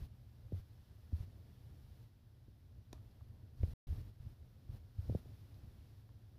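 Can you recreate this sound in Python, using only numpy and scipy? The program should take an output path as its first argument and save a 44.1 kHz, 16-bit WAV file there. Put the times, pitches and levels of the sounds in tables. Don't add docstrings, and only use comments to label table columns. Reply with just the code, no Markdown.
import sys
import numpy as np
from scipy import signal
from scipy.fft import rfft, irfft
from scipy.io import wavfile
from scipy.ndimage import uniform_filter1d

SR = 44100
rng = np.random.default_rng(int(sys.argv[2]) if len(sys.argv) > 2 else 0)


def to_wav(s):
    ch = np.atleast_2d(s).T
    pcm = np.round(np.clip(ch, -1, 1) * 32767)
    wavfile.write(sys.argv[1], SR, pcm.astype(np.int16))


N = 281358
T = np.arange(N) / SR


def gain(db):
    return 10 ** (np.asarray(db) / 20)


def fade(t, fade_s):
    return (t >= 0) * np.exp(-np.log(1000) * np.maximum(t, 0) / fade_s)


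def noise(tone):
    pitch_hz, level_db = np.transpose(tone)
    all_hz = np.maximum(np.arange(N // 2 + 1) * SR / N, 1)
    shape = gain(np.interp(np.log(all_hz), np.log(pitch_hz), level_db))
    sound = irfft(rfft(rng.standard_normal(N)) * shape, N)
    return sound / sound.std()


def waver(per_second):
    points = rng.standard_normal(int(N / SR * per_second) + 2)
    return np.interp(T * per_second, np.arange(len(points)), points)


def around(time_s):
    span = slice(max(int(time_s * SR) - SR // 20, 0), int(time_s * SR) + SR // 2)
    return span, T[span] - time_s


def push(peak_s, level_db, pitch_hz, fade_s, rise_cycles):
    out = np.zeros(N)
    span, t = around(peak_s)
    build_up = np.exp(-(t * pitch_hz / rise_cycles) ** 2)
    strength = np.where(t < 0, build_up, fade(t, fade_s))
    out[span] = gain(level_db) * strength * np.cos(2 * np.pi * pitch_hz * t)
    return out


# start_s, end_s, rise_s, swell_db
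HISS_SWELLS = [(-.05, 0.066, 0.017, 9.5), (0.5, 0.611, 0.064, 6.5), (1.104, 1.247, 0.073, 6.5),
               (3.55, 4.024, 0.093, 10), (3.977, 4.107, 0.044, 5), (4.184, 4.338, 0.0393, 3.5),
               (4.677, 4.779, 0.058, 6.5), (4.94, 5.198, 0.084, 5.5)]

def hiss_swell(release_s=0.02):
    swells = []
    for start_s, end_s, rise_s, swell_db in HISS_SWELLS:
        rising = (T - start_s) / rise_s
        falling = (end_s - T) / release_s + 0.5
        swells.append(swell_db * np.clip(np.minimum(rising, falling), 0, 1))
    return np.max(swells, axis=0)


# pitch_hz, level_db
RUMBLE_TONE = [(15, -28), (30, -14.5), (45, -8.5), (65, -3.5), (90, -1), (120, -3), (155, -17.5),
               (240, -20.5), (400, -30), (700, -35.5), (1500, -51), (4000, -79)]
HISS_TONE = [(100, -6.5), (400, 7.5), (800, 3.5), (1200, 2), (1700, 2.5), (2300, -1), (3700, 0.5),
             (5300, -1.5), (6500, -8.5), (7700, -11.5), (10000, -9), (11500, -2.5), (12800, -7.5),
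             (15500, -6)]
DULL_TONE = [(15, -9.5), (32, 2), (80, 1.5), (150, -11), (260, -24.5), (500, -36), (2000, -78)]
# time_s, level_db
HISS_LEVELS = [(0, -79), (.9, -76.5), (2.03, -75.5), (2.1, -81), (2.9, -80), (3.02, -77.5), (3.5, -79.7),
               (4.95, -78), (5.22, -74), (6.0, -76.3), (6.05, -79)]

def rumble_and_hiss(waver_db=2.0, rumble_over_hiss_db=20, rumble_follow=0.91, dull_db=-54):
    swell_db = hiss_swell()
    hiss_db = np.interp(T, *np.transpose(HISS_LEVELS)) + swell_db
    usual_db = np.median(hiss_db)
    rumble_db = usual_db + rumble_over_hiss_db + rumble_follow * (hiss_db - usual_db)
    rumble_db += waver_db * waver(per_second=14)
    dull_rumble = noise(DULL_TONE) * gain(dull_db) * (gain(swell_db) - 1)
    return noise(HISS_TONE) * gain(hiss_db) + noise(RUMBLE_TONE) * gain(rumble_db) + dull_rumble


# peak_s, level_db, pitch_hz, fade_s
PALM_THUMPS = [(0.023, -37.5, 103, 0.03), (0.5396, -33, 90.3, 0.16), (1.1395, -28.5, 80, 0.12),
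               (1.2096, -36, 92, 0.078), (3.6116, -33.5, 79.5, 0.043), (3.6397, -22, 86.6, 0.071),
               (3.903, -34.5, 67.5, 0.07), (3.9302, -34.5, 82, 0.076), (3.986, -44, 93, 0.048),
               (4.208, -40.5, 85, 0.045), (4.273, -39, 89, 0.023), (4.703, -36.5, 80, 0.025),
               (4.994, -30, 87.4, 0.051), (5.097, -30, 88, 0.055), (5.114, -30, 91, 0.1),
               (5.1612, -32, 99, 0.072)]

def palm_thumps():
    return -sum(push(*thump, rise_cycles=0.76) for thump in PALM_THUMPS)


# peak_s, level_db, pitch_hz
FINGER_KNOCKS = [(0.5235, -37, 360), (.545, -49.5, 430), (.922, -64, 300), (1.1217, -55, 560),
                 (1.129, -42, 212), (2.484, -55.5, 302), (3.635, -35, 420), (3.928, -49, 297),
                 (4.692, -58, 284), (5.0951, -44, 330), (5.0986, -33.5, 434), (5.1245, -43.5, 382),
                 (5.151, -28, 410), (5.259, -50.5, 335)]
# pitch_hz, level_db
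RUB_TONE = [(60, -3), (170, 6.0), (300, -12.5), (650, -15.0), (1200, -50.0), (4000, -69)]

def finger_knocks(knock_cycles=2.8, case_lag_s=0.00434, muffle_hz=1100, rub_db=-24):
    knocks, rubbing = np.zeros(N), np.zeros(N)
    for peak_s, level_db, pitch_hz in FINGER_KNOCKS:
        knocks += push(peak_s, level_db, pitch_hz, fade_s=knock_cycles / pitch_hz, rise_cycles=0.51)
        knocks += push(peak_s + case_lag_s, level_db - 1.5, 157.4, fade_s=0.041, rise_cycles=0.47)
        span, t = around(peak_s)
        touch = np.where(t < 0, fade(-t, fade_s=0.022), fade(t, fade_s=0.083))
        rubbing[span] += gain(level_db + rub_db) * touch
    muffle = signal.butter(2, muffle_hz, fs=SR, output="sos")
    return signal.sosfiltfilt(muffle, knocks) + rubbing * noise(RUB_TONE)


# pitch_hz, level_db, fade_s
WOOD_NOTES = [(328, -15.5, 0.032), (634, -4.5, 0.015), (747, -6.5, 0.032), (1050, -5, 0.026),
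              (1780, -17.5, 0.029), (2480, -8.5, 0.012), (3780, -1, 0.0062), (4300, -9, 0.0067),
              (4820, -13.5, 0.023), (5640, -10, 0.023), (6080, -23, 0.0095), (11550, -9.5, .008)]
# pitch_hz, level_db
CRACK_TONE = [(200, -8.5), (900, 5), (2000, -4), (3000, -25), (3800, -2), (5600, 0), (6600, -0.5),
              (7800, -28), (10000, -5.5), (11500, -11), (13000, -17), (15500, -19)]
SCATTER_TONE = [(200, -2), (700, 6), (1150, 5), (1900, -8), (4000, -4), (5600, -9.5), (8000, -18),
                (11500, -11.5), (15500, -24.5)]

def bat_hit(start_s=2.9293, contact_s=0.0013, crack_db=-51.5, ring_db=-47, scatter_db=-67):
    t = T - start_s
    since_parting = np.maximum(t - contact_s, 0)
    crack = gain(crack_db) * noise(CRACK_TONE) * (t >= 0) * fade(since_parting, fade_s=0.0064)
    ring = sum(gain(level_db) * fade(t, fade_s) * np.sin(2 * np.pi * pitch_hz * t)
               for pitch_hz, level_db, fade_s in WOOD_NOTES)
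    recoil = push(start_s + 0.00341, level_db=-42, pitch_hz=300, fade_s=0.005, rise_cycles=0.47)
    scatter = gain(scatter_db) * noise(SCATTER_TONE) * fade(t, fade_s=0.25)
    return crack - gain(ring_db) * ring - recoil + scatter


# start_s, level_db, pitch_hz, fade_s
LIGHT_TICKS = [(2.979, -66, 1190, 0.033), (3.007, -75, 5800, 0.01), (3.11, -76, 4200, .1),
               (3.2083, -60, 890, 0.029), (3.6324, -47.5, 1800, 0.006), (3.9005, -56, 4000, 0.0045),
               (5.543, -63.5, 4200, .025), (6.0915, -58.5, 950, 0.016)]

def light_ticks():
    out = np.zeros(N)
    for start_s, level_db, pitch_hz, fade_s in LIGHT_TICKS:
        span, t = around(start_s)
        band = signal.butter(2, [0.8 * pitch_hz, 1.25 * pitch_hz], "band", fs=SR)
        burst = signal.lfilter(*band, rng.standard_normal(len(t)))
        burst /= 2 * burst.std()
        out[span] += gain(level_db) * burst * fade(t, fade_s)
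    return out


def scene():
    return (rumble_and_hiss() + palm_thumps() + finger_knocks() + bat_hit() + light_ticks())[None]


DROPOUT_START_S, DROPOUT_END_S, HIGHEST_HZ = 3.736, 3.871, 15450

def record(dry):
    sound_on = (T < DROPOUT_START_S) | (T > DROPOUT_END_S)
    volume = uniform_filter1d(sound_on.astype(float), size=128)
    cut_highs = signal.ellip(10, 0.2, 70, HIGHEST_HZ, fs=SR, output="sos")
    return signal.sosfilt(cut_highs, dry * volume)


dry = scene()
out = record(dry)
to_wav(out)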